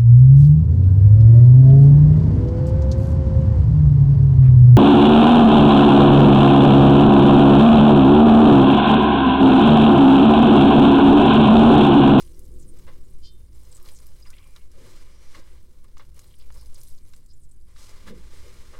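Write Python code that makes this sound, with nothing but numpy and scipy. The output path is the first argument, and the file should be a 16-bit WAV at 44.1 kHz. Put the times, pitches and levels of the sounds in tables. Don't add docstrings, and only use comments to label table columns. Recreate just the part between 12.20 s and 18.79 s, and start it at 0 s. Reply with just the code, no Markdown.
import sys
import numpy as np
from scipy import signal
from scipy.fft import rfft, irfft
from scipy.io import wavfile
from scipy.ndimage import uniform_filter1d

SR = 44100
rng = np.random.default_rng(int(sys.argv[2]) if len(sys.argv) > 2 else 0)


def put_to_file(sound):
    columns = np.atleast_2d(sound).T
    safe = np.clip(columns, -1, 1)
    whole_steps = np.round(safe * 32767)
    wavfile.write(sys.argv[1], SR, whole_steps.astype(np.int16))


N = 290619
TIME_S = np.arange(N) / SR
BINS_HZ = np.fft.rfftfreq(N, 1 / SR)

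# start and length in seconds, fine crackle in dB, coarse crunch in dB.
CRACKLE_SPELLS = [(-0.02, 0.044, -56, -60.5), (0.035, .17, -65.5, -69.5), (0.198, 0.29, -67, -99),
                  (0.508, 0.27, -71.5, -62.5), (0.768, 0.51, -69.5, -70), (1.304, 0.22, -65, -64),
                  (1.523, 0.16, -65, -63.5), (1.646, 0.077, -62.5, -61), (1.69, 0.052, -70, -76),
                  (1.754, 0.25, -65.5, -62.5), (2.008, 0.33, -66.5, -65.5), (2.334, 0.12, -70.5, -67),
                  (3.19, 0.26, -72.5, -68.5), (3.443, 0.39, -79, -68.5), (3.81, 0.14, -76, -70.5),
                  (3.941, 0.13, -65.5, -63), (4.06, 0.13, -69, -72.5), (4.178, 0.18, -73.5, -65.5),
                  (4.3, 0.28, -66, -63.5), (4.551, 0.16, -61, -68), (4.682, 0.19, -68, -71.5),
                  (4.846, 0.18, -70.5, -69), (4.987, 0.67, -72.5, -78.5)]
# start in seconds, level in dB, centre in Hz.
CRUST_SNAPS = [(0.023, -39, 5740), (0.05, -46, 4200), (0.076, -49, 3800), (0.1934, -38.5, 11600),
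               (1.527, -41, 5000), (1.568, -39, 7200), (1.575, -52, 2500), (1.600, -48, 2400),
               (1.628, -40.5, 11500), (1.659, -41.5, 4000), (1.688, -36, 2920), (1.695, -47, 4500),
               (1.708, -47, 3200), (1.749, -44, 8340), (1.788, -42, 6500), (1.8681, -37, 12500),
               (1.802, -50, 1400), (1.98, -55, 4190), (2.004, -54, 4030), (2.1038, -36, 6600),
               (2.3627, -34.5, 3520), (2.517, -45.5, 7460), (3.643, -48, 8700), (3.781, -40.5, 5500),
               (3.945, -45.5, 9500), (3.993, -34.5, 6500), (4.1893, -46, 11800), (4.324, -46.5, 6500),
               (4.343, -44, 7700), (4.459, -45, 5500), (4.545, -39, 7350), (4.614, -38.5, 8160),
               (4.634, -34, 10900), (4.684, -37.5, 12500), (4.892, -48, 8500), (4.936, -42, 5100),
               (4.964, -44, 7440), (5.062, -46.5, 7600), (5.313, -53, 8400)]
# start, length and rise in seconds, body level in dB, dust level in dB.
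POWDER_SLIDES = [(2.465, 0.36, 0.2, -59, -60), (2.828, 0.22, 0.031, -63, -70),
                 (3.001, 0.2, 0.16, -58.5, -58.5), (3.202, 0.18, 0.043, -64, -88),
                 (5.455, 0.18, 0.03, -68, -73.5), (5.552, 0.14, 0.058, -70, -54),
                 (5.675, 0.19, 0.018, -59, -64.5), (5.864, 0.035, 0.015, -50, -63),
                 (5.931, 0.14, 0.023, -61.5, -64.5), (6.065, .24, 0.052, -58, -60.5),
                 (6.297, 0.64, 0.042, -60, -62.5)]
# start and 60 dB decay time in seconds, level in dB, centre in Hz.
CLUMP_PUFFS = [(0, 0.11, -52.5, 4300), (.665, 0.25, -52, 1370), (1.660, 0.063, -57.5, 1570),
               (2.053, 0.16, -59.5, 1700), (2.355, 0.099, -57, 1140), (3.139, 0.24, -49, 1650),
               (3.641, 0.079, -61.5, 1490), (3.768, 0.039, -49, 1940), (3.792, 0.13, -50.5, 1520),
               (3.989, 0.074, -59.5, 1500), (4.303, 0.02, -48, 1390), (4.358, 0.059, -58.5, 890),
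               (4.425, 0.055, -63, 900), (4.936, 0.021, -50, 1900), (5.56, 0.076, -54.5, 2100),
               (5.864, 0.26, -51, 1730), (6.524, 0.4, -52, 1080)]
HANDLING_BUMPS = [(.666, 0.089, -55.5, 535), (2.52, 0.25, -58.5, 477), (2.59, 0.14, -58, 208),
                  (3.145, 0.13, -56, 520), (3.15, 0.11, -53, 280), (3.25, 0.51, -63.5, 124),
                  (3.72, 0.71, -57.5, 121), (3.79, 0.073, -62.5, 480), (5.825, 0.31, -42.5, 183),
                  (5.885, 0.11, -47.5, 430), (5.95, 0.086, -54.5, 375), (6.228, 0.11, -52, 427),
                  (6.51, 0.099, -56, 476)]
# start and length in seconds, mid pitch in Hz, glide in octaves, level in dB.
SLIP_SQUEAKS = [(0.386, 0.057, 7420, -0.44, -57.5), (0.473, 0.041, 8930, -0.06, -56.5),
                (0.586, 0.0081, 7900, 0, -56.5), (1.51, 0.025, 8100, -0.15, -55),
                (1.736, 0.051, 7040, -0.63, -57), (2.021, 0.016, 5000, 0, -56.5),
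                (2.06, 0.03, 5010, 0, -59), (2.799, 0.42, 5730, 0.02, -69.5),
                (3.145, 0.012, 1950, 0.047, -47.5), (4.194, 0.023, 4700, 0.3, -66),
                (4.366, 0.077, 5000, -0.2, -60.5), (4.551, 0.017, 4850, -0.49, -54.5),
                (5.081, 0.055, 5020, 0.083, -65), (5.131, 0.017, 7360, -0.04, -61.5),
                (5.201, 0.068, 8240, -0.3, -67), (5.31, .012, 8100, 0.0082, -55.5),
                (5.875, .016, 1700, 0.068, -49)]
AIR_CHIRPS = [(1.543, .027, 8080, 0.069, -51), (2.046, 0.018, 2690, .1, -62),
              (2.063, 0.023, 1800, 0.23, -64), (2.085, 0.055, 1485, 0.31, -64),
              (2.128, 0.016, 2520, 0.39, -53.5), (2.14, 0.0057, 3440, .2, -58),
              (2.163, 0.02, 2200, 0.18, -63.5), (2.178, 0.012, 3060, 0.83, -55.5),
              (2.186, 0.19, 2370, .03, -70), (2.222, 0.017, 2680, 0.087, -66),
              (2.33, 0.15, 2206, -.03, -74), (2.405, .022, 2780, 0.11, -65),
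              (3.948, 0.01, 2800, -0.12, -69), (4.028, 0.021, 4080, 0.18, -64),
              (4.102, 0.019, 3150, 0, -64), (4.135, 0.013, 3030, .4, -59.5), (4.192, .01, 4620, 0.12, -63),
              (4.209, 0.0083, 4600, 0, -59), (4.217, .014, 3080, .3, -62),
              (4.238, 0.0079, 2350, -0.099, -66), (4.768, 0.14, 2310, 0, -78.5),
              (4.945, 0.0085, 7450, 0, -60), (5.107, 0.009, 5000, -.07, -62)]
# start and length in seconds, centre in Hz, level in dB.
BUBBLE_CLUSTERS = [(1.58, 0.14, 1130, -73.5), (2.052, 0.032, 1950, -67), (2.134, 0.11, 2520, -66),
                   (2.186, .08, 1100, -74), (4.196, 0.028, 3070, -68)]
# time in seconds, relative pressure in dB.
SCRAPE_PRESSURE = [(1.019, -14), (1.035, -0.5), (1.056, 4), (1.085, -2), (1.10, -9)]
# frequency in Hz, level in dB, 60 dB decay time in seconds.
WALL_MODES = [(3120, -61, 0.24), (3429, -75, .24), (3600, -64, 0.44), (3780, -83, .3), (4130, -64, .13),
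              (4300, -61, 0.12), (4750, -59, 0.045), (4870, -58.5, 0.063), (5400, -63, .08)]
# centre and width in Hz, gain in dB.
HOLLOW_RESONANCES = [(485, 36, 7.5), (554, 66, 7), (751, 210, -9.5), (853, 98, 8.5), (1100, 280, 5),
                     (1191, 40, 4), (2050, 93, 3.5), (2310, 120, 5), (2520, 166, -5), (4160, 156, 3.5),
                     (4570, 380, -2), (4930, 126, 6), (5710, 130, 1), (7027, 290, -9), (7050, 310, 7)]
PLOP_RESONANCES = [(497, 95, 9.5), (1090, 88, 3.5), (1400, 160, -1.5), (1630, 160, 0.5), (1910, 80, -0.5),
                   (2400, 540, -5.5), (2820, 120, 4.5), (3150, 220, -11), (3370, 120, 2.5)]
HUM_MODES = [(353, 57, 3), (488, 58, -7)]
# middle and half length in seconds, level in dB.
ARM_SWEEPS = [(.42, 0.36, -54), (1.5, 0.4, -65.5), (2.65, 0.12, -57.5), (3.4, 0.44, -67),
              (6.2, 0.42, -61.5)]
ROOM_SWELLS = [(.45, 0.82, -37.5), (1.05, 0.59, -41), (2.1, 0.12, -40), (4.5, 0.28, -37.5),
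               (6.25, 0.34, -36.5)]
# frequency in Hz, relative level in dB.
FINE_SPECTRUM = [(1000, -18), (3000, -11.5), (5000, -5.5), (6500, -6.5), (8500, 0.5), (12000, -4.5),
                 (16000, -13.5)]
COARSE_SPECTRUM = [(200, -3), (450, 11), (1000, 2), (1700, 0.5), (3500, 1), (6000, 1), (10000, -5),
                   (16000, -3.5)]
POUR_SPECTRUM = [(100, -16.5), (400, 11.5), (900, 4), (2000, 6), (4000, 2), (6000, -2.5), (9000, -3.5),
                 (16000, -12.5)]
DUST_SPECTRUM = [(2000, 0.5), (5500, 6), (8000, 4), (11000, -3), (16000, -12)]
ARM_RUSTLE_SPECTRUM = [(60, 4), (130, 7), (220, -1), (300, 2), (360, -4), (430, -10), (600, -19),
                       (1000, -28), (3000, -29)]
RUMBLE_SPECTRUM = [(4, 16), (12, 12), (22, 0.5), (33, -11.5), (45, -10), (70, -10), (100, -14), (160, -24),
                   (300, -34.5), (600, -70), (1500, -84)]
HISS_SPECTRUM = [(200, 24), (500, 1), (900, 7.5), (1800, 5.5), (4500, -22), (9000, 9.5), (16000, -16)]


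def squeeze(pops_db=-8):
    fine = crackle(per_s=1800, spread_db=3.7, cluster_db=1.8, low_hz=3000, high_hz=15500, cycles=3)
    fine = unit_rms(coloured(fine, spectrum_db(FINE_SPECTRUM))) + gain_of(pops_db) * pops()
    coarse = grains(per_s=2200, spread_db=1.8, cluster_db=1.8)
    coarse = unit_rms(coloured(coarse, spectrum_db(COARSE_SPECTRUM)))
    out = np.zeros(N)
    for start_s, length_s, fine_db, coarse_db in CRACKLE_SPELLS:
        grip = stroke(start_s, length_s, rise_s=0.23 * length_s, sag_db=-1.5, release_t60_s=0.25)
        out += grip * (gain_of(fine_db) * fine + gain_of(coarse_db) * coarse)
    return out


def pops():
    return unit_rms(crackle(per_s=60, spread_db=2.0, cluster_db=2.5,
                            low_hz=5000, high_hz=11400, cycles=61, pitches=48))


def snaps(crack_t60_s=0.0035, scatter_t60_s=0.046):
    t, out = np.arange(SR // 10) / SR, np.zeros(N)
    envelope = gain_of(-6 - 60 * t / crack_t60_s) + gain_of(-15 - 60 * t / scatter_t60_s)
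    for start_s, db, hz in CRUST_SNAPS:
        fractures = unit_rms(band(rng.choice([-1., 1.], len(t)), hz * 0.76, hz * 1.28, order=1))
        add(out, start_s, gain_of(db) * envelope * fractures)
    return out


def slides(uneven_db=0.1):
    body = grains(per_s=15000, spread_db=1.5, cluster_db=0.97)
    body = unit_rms(coloured(body, spectrum_db(POUR_SPECTRUM)))
    dust = grains(per_s=11000, spread_db=3.0, cluster_db=1.5)
    dust = unit_rms(coloured(dust, spectrum_db(DUST_SPECTRUM)))
    out = np.zeros(N)
    for start_s, length_s, rise_s, body_db, dust_db in POWDER_SLIDES:
        flow = stroke(start_s, length_s, rise_s, sag_db=-1.04, release_t60_s=0.089)
        out += flow * (gain_of(body_db) * body + gain_of(dust_db) * dust)
    return out * gain_of(uneven_db * wander(22))


def clumps():
    collapses = puffs(CLUMP_PUFFS, rise_share=0.051, half_band_octaves=1)
    return coloured(collapses, resonances_db(PLOP_RESONANCES))


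def squeaks(fuzz_hz=230, smear=0.3, rasp_db=-9, stutter_db=3.0, waver_octaves=0.0152):
    out, grip, drift = np.zeros(N), wander(48), wander(41)
    for start_s, length_s, pitch_hz, glide_octaves, db in SLIP_SQUEAKS:
        n, at = int(length_s * SR), int(start_s * SR)
        real, imag, rasp = rng.standard_normal((3, SR))
        hz = pitch_hz * 2 ** (glide_octaves * np.linspace(-.5, .5, n))
        wavering_hz = hz * 2 ** (waver_octaves * drift[at:at + n])
        whistle = fuzzy_tone(real + 1j * imag, wavering_hz, fuzz_hz + smear * np.ptp(hz))
        rasp = unit_rms(band(rasp, hz.min() * .75, hz.max() * 1.25)[-n:])
        slip = (whistle + gain_of(rasp_db) * rasp) * gain_of(stutter_db * grip[at:at + n])
        add(out, start_s, gain_of(db) * unit_rms(slip) * signal.windows.hann(n) ** .5)
    return out


def chirps(fuzz_hz=300, smear=0.47, froth_db=-7, flutter_db=2.0, waver_octaves=0.0154):
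    out, drift, flutter = np.zeros(N), wander(45), wander(160)
    for start_s, length_s, pitch_hz, glide_octaves, db in AIR_CHIRPS:
        n, at = int(length_s * SR), int(start_s * SR)
        real, imag, froth = rng.standard_normal((3, SR))
        octaves = glide_octaves * np.linspace(-.5, .5, n) + waver_octaves * drift[at:at + n]
        hz = pitch_hz * 2 ** octaves
        fuzz = fuzzy_tone(real + 1j * imag, hz, fuzz_hz + smear * np.ptp(hz))
        froth = unit_rms(band(froth, hz.min() * .7, hz.max() * 1.35)[-n:])
        chirp = unit_rms(np.cos(phase_rad(hz))) + fuzz + gain_of(froth_db) * froth
        chirp *= gain_of(flutter_db * flutter[at:at + n])
        add(out, start_s, gain_of(db) * unit_rms(chirp) * signal.windows.hann(n) ** .5)
    return out


def gurgles(bubbles_per_s=420, spread_octaves=0.386, cycles=5, rise_per_s=25):
    t, out = np.arange(SR // 100) / SR, np.zeros(N)
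    for start_s, length_s, centre_hz, db in BUBBLE_CLUSTERS:
        cluster = np.zeros(int(length_s * SR) + len(t))
        bubbles = rng.random((100, 3))[:int(bubbles_per_s * length_s) + 1]
        for when, pitch, strength in bubbles:
            hz = centre_hz * 2 ** (spread_octaves * (2 * pitch - 1))
            ping = np.sin(2 * np.pi * hz * t * (1 + rise_per_s * t)) * np.exp(-hz * t / cycles)
            add(cluster, when * length_s, (0.42 + strength) * ping)
        add(out, start_s, gain_of(db) * unit_rms(cluster))
    return out


def scrape(rub_db=-56, chatter_db=2.0, jostle_hz=38, flutter_db=2.0):
    t = np.arange(SR) / SR
    times_s, pressures_db = np.transpose(SCRAPE_PRESSURE)
    contact = uniform_filter1d(1. * ((TIME_S >= times_s[0]) & (TIME_S <= times_s[-1])), size=700)
    pressure = gain_of(np.interp(TIME_S, times_s, pressures_db)) * contact
    rub = pressure * gain_of(chatter_db * wander(120)) * rng.standard_normal(N)
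    out = gain_of(rub_db) * band(rub, 2960, 7100, order=3)
    push = pressure[int(times_s[0] * SR):][:SR]
    for hz, db, t60_s in WALL_MODES:
        jostle = push * unit_rms(uniform_filter1d(rng.standard_normal(SR), size=150))
        flutter = push * unit_rms(uniform_filter1d(rng.standard_normal(SR), size=150))
        energy = signal.fftconvolve(push ** 2, gain_of(-60 * t / t60_s) ** 2)[:SR]
        ring = np.sqrt(abs(energy))
        tone = np.sqrt(2) * np.sin(phase_rad(hz + jostle_hz * jostle))
        add(out, times_s[0], gain_of(db + flutter_db * flutter) * ring / ring.max() * tone)
    return out


def bumps():
    return puffs(HANDLING_BUMPS, rise_share=0.32, half_band_octaves=0.22)


def arm(uneven_db=0.1, hum_db=-7):
    modes = sum(gain_of(db) * peak(hz, width_hz) for hz, width_hz, db in HUM_MODES)
    rustle = noise(spectrum_db(ARM_RUSTLE_SPECTRUM))
    hum = gain_of(hum_db) * noise(20 * np.log10(modes))
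    return swells(ARM_SWEEPS, rest_db=-70) * gain_of(uneven_db * wander(15)) * (rustle + hum)


def tub(x, echo_db=-12, echo_t60_s=0.07, gap_s=0.002):
    t = np.arange(SR // 5) / SR
    echoes = rng.standard_normal(len(t)) * gain_of(-60 * t / echo_t60_s) * (t > gap_s)
    x = coloured(x, resonances_db(HOLLOW_RESONANCES))
    return x + gain_of(echo_db) * signal.fftconvolve(x, echoes / np.linalg.norm(echoes))[:N]


def room(rest_db=-38, drone_hz=55.04, drone_rest_db=-57.5, waver_hz=2.6, waver_db=3.55, hiss_db=-72.5):
    fade_in = np.clip(TIME_S / .02, 1e-6, 1)
    swell = fade_in * swells(ROOM_SWELLS, rest_db)
    drone = unit_rms(np.sin(phase_rad(drone_hz + waver_hz * wander(3.26))))
    drone *= gain_of(drone_rest_db + waver_db * wander(3.6)) * (swell / gain_of(rest_db)) ** 2
    rumble = swell * noise(spectrum_db(RUMBLE_SPECTRUM))
    return rumble + drone + gain_of(hiss_db) * noise(spectrum_db(HISS_SPECTRUM))


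def grains(per_s, spread_db, cluster_db):
    size = gain_of(spread_db * np.minimum(rng.exponential(1, N), 4) + cluster_db * wander(45))
    return size * rng.choice([-1, 1], N) * (rng.random(N) < per_s / SR)


def crackle(per_s, spread_db, cluster_db, low_hz, high_hz, cycles, pitches=16):
    t, out = np.arange(256) / SR, np.zeros(N)
    clicks, pitch_index = grains(per_s, spread_db, cluster_db), rng.integers(0, pitches, N)
    for k, hz in enumerate(np.linspace(low_hz, high_hz, pitches)):
        ping = unit_rms(np.sin(2 * np.pi * hz * t) * np.exp(-hz * t / cycles))
        out += np.convolve(clicks * (pitch_index == k), ping)[:N]
    return out


def puffs(rows, rise_share, half_band_octaves):
    t, out = np.arange(SR // 2) / SR, np.zeros(N)
    edge_ratio = 2 ** half_band_octaves
    for start_s, t60_s, db, hz in rows:
        rise_s = rise_share * t60_s
        envelope = np.minimum(t / rise_s, 1) * gain_of(db - 60 * np.maximum(t - rise_s, 0) / t60_s)
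        puff = unit_rms(band(rng.standard_normal(len(t)), hz / edge_ratio, hz * edge_ratio))
        add(out, start_s, envelope * puff)
    return out


def fuzzy_tone(complex_noise, hz, half_width_hz):
    lowpass = signal.butter(2, half_width_hz, fs=SR, output="sos")
    fuzz = signal.sosfilt(lowpass, complex_noise)[-len(hz):]
    return unit_rms((fuzz * np.exp(1j * phase_rad(hz))).real)


def stroke(start_s, length_s, rise_s, sag_db, release_t60_s):
    t = TIME_S - start_s
    db = sag_db * np.clip(t / length_s, 0, 1) - 60 * np.maximum(t - length_s, 0) / release_t60_s
    return np.clip(t / rise_s, 0, 1) * gain_of(db)


def swells(rows, rest_db):
    power = sum(gain_of(db) ** 2 * np.exp(-((TIME_S - middle_s) / half_s) ** 2)
                for middle_s, half_s, db in rows)
    return np.sqrt(gain_of(rest_db) ** 2 + power)


def noise(db):
    return unit_rms(irfft(rfft(rng.standard_normal(N)) * gain_of(db), N))


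def wander(cutoff_hz):
    return noise(-10 * np.log10(1 + (BINS_HZ / cutoff_hz) ** 6))


def spectrum_db(points):
    hz, db = np.transpose(points)
    return np.interp(np.log(BINS_HZ + 1), np.log(hz + 1), db)


def peak(hz, width_hz):
    return 1 / (1 + (2 * (BINS_HZ - hz) / width_hz) ** 2)


def resonances_db(rows):
    return sum(db * peak(hz, width_hz) for hz, width_hz, db in rows)


def coloured(x, db):
    cepstrum = irfft(db * np.log(10) / 20, N)
    cepstrum[1:N // 2] *= 2
    cepstrum[N // 2:] = 0
    response = irfft(np.exp(rfft(cepstrum)), N)[:4096]
    return signal.fftconvolve(x, response)[:N]


def band(x, low_hz, high_hz, order=2):
    low_hz = min(low_hz, SR / 4)
    edges_hz = [low_hz, np.clip(high_hz, low_hz + 20, SR / 2 - 20)]
    return signal.sosfilt(signal.butter(order, edges_hz, "band", fs=SR, output="sos"), x)


def phase_rad(hz):
    return 2 * np.pi * np.cumsum(hz) / SR


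def gain_of(db):
    return 10 ** (np.asarray(db) / 20)


def unit_rms(x):
    return x / np.sqrt(np.mean(x ** 2) + 1e-20)


def add(mix, start_s, sound):
    part = mix[max(round(start_s * SR), 0):][:len(sound)]
    part += sound[:len(part)]


def scene():
    in_tub = squeeze() + slides() + snaps() + clumps() + bumps()
    in_tub = in_tub + squeaks() + chirps() + gurgles() + arm()
    return (tub(in_tub) + scrape() + room())[None]


def record(dry, cutoff_hz=15900):
    lowpass = signal.firwin(511, cutoff_hz, window=("kaiser", 9), fs=SR)
    return signal.oaconvolve(dry, lowpass[None], "same")


dry = scene()
out = record(dry)
put_to_file(out)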